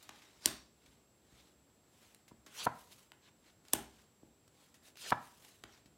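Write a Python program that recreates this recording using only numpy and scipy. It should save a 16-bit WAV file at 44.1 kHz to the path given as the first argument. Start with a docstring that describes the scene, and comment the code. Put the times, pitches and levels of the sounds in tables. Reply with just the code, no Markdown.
"""Dealing cards onto a wooden table

In a small quiet room, a stiff card hisses off the deck and flops as it springs straight.
Cards click down on their edges, slide into place and snap from under the thumb as a bent
corner slaps the wood. The hand pats and smooths them, and the table knocks and rings in
answer. Low rumble, hiss and a thin electric whine hang in the air."""
import sys
import numpy as np
from scipy import signal
from scipy.fft import rfft, irfft
from scipy.io import wavfile
from scipy.ndimage import uniform_filter1d

SR = 44100
rng = np.random.default_rng(int(sys.argv[2]) if len(sys.argv) > 2 else 0)


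def store_pcm(level_fs):
    """Save levels as 16-bit WAV."""
    pcm = np.round(np.clip(level_fs, -1, 1) * 32767).astype(np.int16)
    wavfile.write(sys.argv[1], SR, np.atleast_2d(pcm).T)


N = 263277
TIME = np.arange(N) / SR
TAPS = 4096  # samples in one short sound
HZ = np.fft.rfftfreq(TAPS, 1 / SR)

# A bent corner snaps down. Each row: time in seconds, level in dB, brightest pitch in Hz and level in
# dB sent round the room, seconds since it left the finger, slip against slap in dB, knock level in dB,
# knock hardness in Hz, creep level in dB, creep rise in seconds.
SNAPS = [(0.4591, 7.8, 5820, 8.2, .0011, -2, -0.5, 521, -46, 0.017),
         (3.7354, 6.6, 8260, 5.5, 0.0013, -0.5, 2, 1060, -34, .003)]
# A card flexes with a pop, faintly as the hand grips the deck, loudly as it springs free.
# Each row: time in seconds, level in dB, pitch in Hz, air puff in dB,
# rattle against pop in dB, how narrow the pop's band is, papery crackle in dB.
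FLOPS = [(2.314, -22, 1026, -21, -13, 21, -52), (2.6685, 10, 904, 7.5, 0, 3.86, -30.5),
         (5.1227, 11, 1010, 8.5, -1, 3.2, -10.5)]
# A card is pulled off the deck. Each row: start, firmest grip and release in seconds, level in dB,
# treble lift of the last edge in dB, swell in dB per second, last flick in dB.
DRAWS = [(2.478, 2.618, 2.657, -44.5, 11.5, 266.5, -26), (4.966, 5.053, 5.112, -45.5, 5.5, 199, -13.5)]
# A card is set on its edge. Each row: time in seconds, relative level in dB, fade in seconds.
SET_DOWNS = [(0.0921, -14.5, 0.014), (3.1188, -23.5, 0.0093), (5.6377, -16.5, 0.015)]
# Nearby surfaces throw a flop back. Each row: delay in seconds, gain.
BOUNCES = [(.00295, 0.66), (.0052, 0.77), (.0083, .3), (0.0173, 0.026)]


def amp(db):
    """Turns decibels into a gain."""
    return 10 ** (np.asarray(db) / 20)


def evened(x):
    """Scales a sound to an average (rms) level of 1."""
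    return x / np.sqrt(np.mean(x ** 2) + 1e-20)


def read(points, hz):
    """Reads between the rows of a table, along a scale of octaves."""
    row_hz, value = np.transpose(points)
    return np.interp(np.log(hz + 1), np.log(row_hz + 1), value)


def add(mix, s, sound):
    """Mixes a sound in at s seconds."""
    part = mix[max(round(s * SR), 0):][:len(sound)]
    part += sound[:len(part)]


def tinted(x, colour):
    """Shapes a long sound by rows of Hz and dB, then evens it to level 1."""
    gain = amp(read(colour, np.fft.rfftfreq(N, 1 / SR)))
    return evened(irfft(rfft(x) * gain, N))


def click(gain):
    """The sharpest click that has the given gain at each frequency."""
    log_gain = np.log(np.maximum(gain, 1e-5))
    mirrored = np.concatenate([log_gain, log_gain[-2:0:-1]])
    return np.fft.ifft(np.exp(np.conj(signal.hilbert(mirrored)))).real


def hump(centre_hz, rise, fall):
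    """A broad hill of gain over frequency, about 1 high."""
    ratio = HZ / centre_hz
    return 2 * ratio ** rise / (1 + ratio ** (rise + fall))


def peak(hz):
    """A rounded peak of gain, 1 high at the given pitch."""
    return HZ / hz * np.exp(1 - HZ / hz)


def chatter(fade_s):
    """A cluster of tiny contacts that dies by 60 dB in fade_s."""
    burst = rng.standard_normal(TAPS) * amp(-60 * TIME[:TAPS] / fade_s)
    return burst / np.linalg.norm(burst)


def friction(grains_per_s, grain_share, depth_db, patch_s=0.03, patch_hz=600):
    """Fibres catch and let go; brief resonances come and go as the contact point moves."""
    slips = rng.standard_normal(N) * (rng.random(N) < grains_per_s / SR)
    hiss = np.sqrt(1 - grain_share) * rng.standard_normal(N) + np.sqrt(grain_share) * evened(slips)
    hz, t, bands = signal.stft(hiss, SR, nperseg=256)
    patches = rng.standard_normal(bands.shape[::-1]).T
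    patches = uniform_filter1d(patches, size=round(patch_s / t[1]), axis=1)
    patches = uniform_filter1d(patches, size=round(patch_hz / hz[1]), axis=0)
    bands = bands * amp(depth_db * evened(patches))
    return evened(signal.istft(bands, SR, nperseg=256)[1][:N])


def background(air_db=-70.13):
    """Low room rumble, hiss and a steady electric whine."""
    # The air's tone and the whine's two notes. Each row: frequency in Hz, level in dB.
    air_colour = [(15, -50), (25, -28), (40, -11.5), (62, -4), (130, -4), (300, -5.5), (500, -10),
                  (1000, -16.5), (2000, -22), (4000, -23), (8000, -27), (15500, -31), (16200, -49)]
    whine_notes = [(7654, -79.5), (15308, -92.5)]
    whine = sum(amp(db) * np.sqrt(2) * np.sin(2 * np.pi * hz * TIME) for hz, db in whine_notes)
    return amp(air_db) * tinted(rng.standard_normal(N), air_colour) + whine


def room(x, gap_s=0.0046, build_s=0.0072, echoes_per_s=5000):
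    """Dense echoes begin after a short gap; each band dies at its own speed."""
    # How long the room rings. Each row: frequency in Hz, seconds to fade by 60 dB.
    fades = [(100, 0.53), (300, 0.32), (1000, 0.4), (2500, 0.35), (5500, 0.41), (9000, .28), (15000, 0.25)]
    # The tone of the echoes. Each row: frequency in Hz, gain in dB.
    colour = [(100, 2), (1000, 2), (2200, -1), (5000, -7.5), (9000, -6.5), (15000, -7)]
    t = TIME[:SR * 3 // 4]
    echoes = rng.choice([-1., 1.], len(t)) * (rng.random(len(t)) < echoes_per_s / SR)
    hz, frame_s, bands = signal.stft(echoes, SR, nperseg=256)
    bands *= amp(-60 * frame_s / read(fades, hz)[:, None])
    tail = signal.istft(bands, SR, nperseg=256)[1][:len(t)]
    tail *= np.clip((t - gap_s) / build_s, 0, 1)
    tail = signal.fftconvolve(tail / np.linalg.norm(tail), click(amp(read(colour, HZ))))
    return signal.fftconvolve(x, tail)[:N]


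def rubs(uneven_db=1.5, catches_per_s=25, catch_db=-13):
    """Cards and skin rub under uneven pressure: strokes, shifting fingers, the creep before a snap."""
    # The hand slides, turns, smooths or feels for a card.
    # Each row: start in seconds, length in seconds, level in dB, fizz against body in dB.
    strokes = [(0, 0.35, -65.5, -11.5), (0.818, 0.15, -72.5, -9.5), (1.296, 0.2, -70, -8.5),
               (1.945, 0.21, -69.5, -5), (2.915, 0.025, -66, -5), (2.897, 0.14, -69, -1),
               (3.233, 0.062, -67, -17), (3.44, 0.077, -69, -11), (3.659, 0.068, -69.5, -6),
               (3.906, .14, -71, -8), (4.557, .15, -72, -5), (4.839, 0.067, -66, -1.5),
               (5.362, 0.2, -68, -1), (5.687, 0.11, -66.5, -12)]
    # The tones of a rub's body, its high fizz and the creep. Each row: frequency in Hz, level in dB.
    body_colour = [(60, -30.5), (250, -3), (600, -0.5), (1500, -0.5), (3800, 1), (6500, -7), (9000, -19.5),
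                   (16000, -40)]
    fizz_colour = [(3000, -25), (6500, -1), (9000, 1.5), (12000, 0), (16000, -5.5)]
    creep_colour = [(200, -12), (1200, -5.5), (2400, -7), (4000, -1), (6000, -5.5), (9000, -10),
                    (16000, -24)]
    catches = evened(rng.choice([-1., 1.], N) * (rng.random(N) < catches_per_s / SR))
    grain = friction(grains_per_s=2100, grain_share=0.083, depth_db=2.24) + amp(catch_db) * catches
    body, fizz = tinted(grain, body_colour), tinted(grain, fizz_colour)
    pressure = amp(uneven_db * tinted(rng.standard_normal(N), [(10, 0), (50, -4), (200, -60)]))
    # one more stroke after each draw, as the fingers shift on the card
    shifts = [(free + 0.085, 0.11, -67, -1.5) for _, _, free, *_ in DRAWS]
    out = np.zeros(N)
    for start, length, db, fizz_db in strokes + shifts:
        speed = np.exp(-((TIME - start - length / 2) / (0.44 * length)) ** 2 / 2)
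        out += amp(db) * speed * (body + amp(fizz_db) * fizz)
    # the bent corner creeps ever faster over the fingertip until it lets go
    creep = sum(amp(db) * np.exp(-abs(s - TIME) / rise) * (TIME < s) for s, *_, db, rise in SNAPS)
    return pressure * (out + creep * tinted(grain, creep_colour))


def knocks(spread=0.085, ring_db=-53, edge_db=-6.5, edge_hz=1300, jolt_db=-11, jolt_hz=192):
    """Each blow sends bending waves across the table, the bass arriving last, and the wood rings on."""
    # The table's own notes. Each row: pitch in Hz, relative level in dB, seconds to fade by 60 dB.
    notes = [(65, -5, 0.67), (121, -2.5, 0.2), (222, 1.5, 0.61), (322.5, 1, 0.15), (394, -8.5, 0.41),
             (728, -14, .3), (883, -12.5, .28), (1020, -8.5, .25)]
    # The first push through the wood. Each row: frequency in Hz, level in dB.
    push_colour = [(20, -35), (60, -11), (150, -1), (310, 7.5), (470, -1), (750, 4), (1050, 3.5),
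                   (1400, -5.5), (2500, -17.5), (16000, -47)]
    # Finger pads land. Each row: time in seconds, level in dB, hardness in Hz (higher is brighter).
    pats = [(.876, -12, 100), (1.322, -9.5, 100), (2.464, -22, 676), (4.229, -15.5, 380),
            (5.64, -12.5, 150.6), (5.855, -14, 182)]
    t = TIME[:SR // 2]
    wood = sum(amp(ring_db + db - 60 * t / fade) * np.sin(2 * np.pi * hz * t) for hz, db, fade in notes)
    bass_lag = np.exp(-4j * np.pi * spread * np.sqrt(HZ))
    add(wood, 0, irfft(amp(read(push_colour, HZ)) * bass_lag))
    corners = [(s - lead, db, hz) for s, _, _, _, lead, _, db, hz, _, _ in SNAPS]
    edges = [(s, db + edge_db, edge_hz) for s, db, _ in SET_DOWNS]
    jolts = [(s, jolt_db, jolt_hz) for s, *_ in FLOPS]  # passed on by the hand that holds the deck
    out = np.zeros(N)
    for s, db, hz in pats + corners + edges + jolts:
        blow = click(1 / np.sqrt(1 + (HZ / hz) ** 4))
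        add(out, s, amp(db) * signal.fftconvolve(wood, blow))
    return out


def ticks(trim_db=-2, edge_hz=3200, flick_lead_s=0.0066, flick_hz=7000, flick_fade_s=0.008):
    """Nails and card edges touch with a short dry chatter."""
    # Nails catch on a card.
    # Each row: time in seconds, relative level in dB, brightness in Hz, fade in seconds.
    nails = [(0.027, -27.5, 9500, .09), (.22, -23.5, 2396, 0.068), (.861, -32, 4500, 0.056),
             (2.147, -30.5, 7940, 0.0098), (2.2803, -29, 6160, .08), (2.4631, -22, 4210, 0.12),
             (3.6513, -31.5, 3460, .02), (3.6834, -30, 6140, .018), (4.478, -36.5, 6370, .03),
             (4.742, -29, 6000, 0.14), (4.956, -29, 3500, .02), (4.9719, -23, 4500, 0.0053),
             (5.4484, -26.5, 3460, 0.022), (5.858, -33, 4500, 0.076)]
    edges = [(s, db, edge_hz, fade_s) for s, db, fade_s in SET_DOWNS]
    flicks = [(free - flick_lead_s, db, flick_hz, flick_fade_s) for _, _, free, *_, db in DRAWS]
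    out = np.zeros(N)
    for s, db, hz, fade_s in nails + edges + flicks:
        touch = click(hump(hz, rise=0.49, fall=1.82))
        add(out, s, amp(db + trim_db) * signal.fftconvolve(touch, chatter(fade_s)))
    return out


def draws(treble_hz=7000, treble_db=1, full_speed_s=0.065, grip_db=-11, grip_s=0.014,
          edge_s=0.016, runout_db=-3):
    """Card slides on card: louder as it speeds up, dull under the grip, bright at the last edge."""
    # The tone of the slide. Each row: frequency in Hz, level in dB.
    colour = [(100, -21), (500, -13.5), (900, -13.5), (1400, -8), (2000, -11), (2900, -3.5), (4400, -6.5),
              (7000, -10.5), (10000, -13.5), (14500, -20.5), (16000, -26.5)]
    hiss = tinted(friction(grains_per_s=3500, grain_share=0.29, depth_db=3.55), colour)
    treble = signal.sosfiltfilt(signal.butter(2, treble_hz, "high", fs=SR, output="sos"), hiss)
    out = np.zeros(N)
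    for start, firmest, free, db, edge_db, db_per_s, _ in DRAWS:
        left_s = np.maximum(free - TIME, 0)
        touching = uniform_filter1d(((TIME >= start) & (TIME <= free)) * 1., size=128)
        grip = np.exp(-((TIME - firmest) / grip_s) ** 2 / 2)
        edge = np.exp(-(left_s / edge_s) ** 2 / 2)
        gain = amp(db - db_per_s * np.maximum(left_s - full_speed_s, 0) + runout_db * edge)
        lift = amp(treble_db + grip_db * grip + edge_db * edge)
        out += touching * gain * (hiss + (lift - 1) * treble)
    return out


def sideways_pops(db=-12, hz=1750, sharpness=12):
    """Each drawn card throws a higher pop sideways, heard only by way of the room."""
    out = np.zeros(N)
    for _, _, free, *_ in DRAWS:
        add(out, free + BOUNCES[2][0], amp(db) * click(peak(hz) ** sharpness))
    return out


def flops(puff_hz=225, puff_delay_s=0.00531, pull_gap_s=0.00837, broad_db=-29, rattle_s=0.0042,
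          ring_hz=965, ring_db=-61, ring_fade_s=0.238, crackle_hz=3000, crackle_width_hz=900):
    """A card flexes: a pop with close echoes, a rattle, a puff of air and a brief ring."""
    out, middle_s = np.zeros(N), TAPS / 2 / SR
    echoes = 1 + sum(gain * np.exp(-2j * np.pi * HZ * delay) for delay, gain in BOUNCES)
    ring = amp(ring_db - 60 * TIME[:SR] / ring_fade_s) * np.cos(2 * np.pi * ring_hz * TIME[:SR])
    # the flexing card pulls in air twice
    pulls = 1 + 0.37 * np.exp(2j * np.pi * HZ * pull_gap_s)
    puff = peak(puff_hz) * pulls * np.exp(-2j * np.pi * HZ * puff_delay_s)
    # the rattle swells and dies around the first echo
    swell = np.exp(-abs(TIME[:TAPS] - middle_s - BOUNCES[0][0]) / rattle_s)
    for s, db, hz, puff_db, rattle_db, sharpness, crackle_db in FLOPS:
        pop = peak(hz) ** (2 * sharpness) + amp(broad_db) * np.e * peak(hz)
        shake = rng.standard_normal(TAPS) * swell
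        rattle = rfft(np.fft.fftshift(shake / np.linalg.norm(shake)))
        crackle = amp(crackle_db) * rattle * np.exp(-((HZ - crackle_hz) / crackle_width_hz) ** 2)
        spectrum = amp(db) * pop * (echoes + amp(rattle_db) * rattle) + crackle - amp(puff_db) * puff
        add(out, s - middle_s, np.fft.fftshift(irfft(spectrum)))
        add(out, s, amp(db) * ring)
    return out


def snaps(slip_fade_s=0.0033, flutter_fade_s=0.018, flutter_db=-8, lowest_hz=1300,
          slip_around_db=-7, slip_hz=5300, slip_width_hz=2800):
    """A corner scrapes off the finger, slaps the wood and flutters; gives direct and all-round sound."""
    # The card's resonances, one list a snap. Each row: pitch in Hz, width in Hz, level in dB.
    cards = [
        [(1877, 900, -14.5), (3907, 710, -1), (4700, 520, -0.5), (5750, 400, 1), (7120, 190, -6.5),
         (8523, 1200, 1.5), (14150, 1900, -6.5)],
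        [(1730, 220, -5), (2850, 350, -4.5), (3480, 280, -3.5), (5100, 500, -11), (6000, 490, -5.5),
         (8600, 710, 3.5), (11500, 1900, -2.5)],
    ]
    direct, around = np.zeros(N), np.zeros(N)
    # the slip's echo is a softer click, in a band around 5 kHz
    slip_band = np.fft.fftshift(irfft(np.exp(-((HZ - slip_hz) / slip_width_hz) ** 2)))
    bass_loss = HZ ** 2 / (HZ ** 2 + lowest_hz ** 2)  # a small card gives off little bass
    for (s, db, bright_hz, around_db, lead, slip_db, *_), card in zip(SNAPS, cards):
        power = sum(amp(level) ** 2 / (1 + (2 * (HZ - hz) / width) ** 2) for hz, width, level in card)
        slap = amp(db) * click(np.sqrt(power) * bass_loss)
        add(direct, s - lead, amp(slip_db) * signal.fftconvolve(slap, chatter(slip_fade_s)))
        add(direct, s, slap)
        add(direct, s, amp(flutter_db) * signal.fftconvolve(slap, chatter(flutter_fade_s)))
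        # summed over all directions, the resonances partly even out
        spread = amp(around_db) * click(np.sqrt(0.29 + power) * hump(bright_hz, rise=0.53, fall=0.96))
        add(around, s - lead, amp(slip_around_db) * signal.fftconvolve(spread, slip_band)[TAPS // 2:])
        add(around, s, spread)
    return direct, around


def scene():
    """Cards, hand and table are heard directly and through the room, over the background."""
    snap, snap_around = snaps()
    flop, tick, knock, slide = flops(), ticks(), knocks(), draws() + rubs()
    into_room = (amp(-8.5) * snap_around + amp(-15.5) * flop + amp(-6) * tick
                 + amp(-7.5) * knock + amp(-12) * slide + sideways_pops())
    return (snap + flop + tick + knock + slide + room(into_room) + background())[None]


def record(dry, low_hz=50, high_hz=16100):
    """The microphone sheds deep bass; the very highest treble is cut too."""
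    thinned = signal.sosfilt(signal.butter(2, low_hz, "high", fs=SR, output="sos"), dry)
    treble_cut = signal.firwin(255, high_hz, window=("kaiser", 9), fs=SR)
    return signal.oaconvolve(thinned, treble_cut[None], "same")


dry = scene()
out = record(dry)
store_pcm(out)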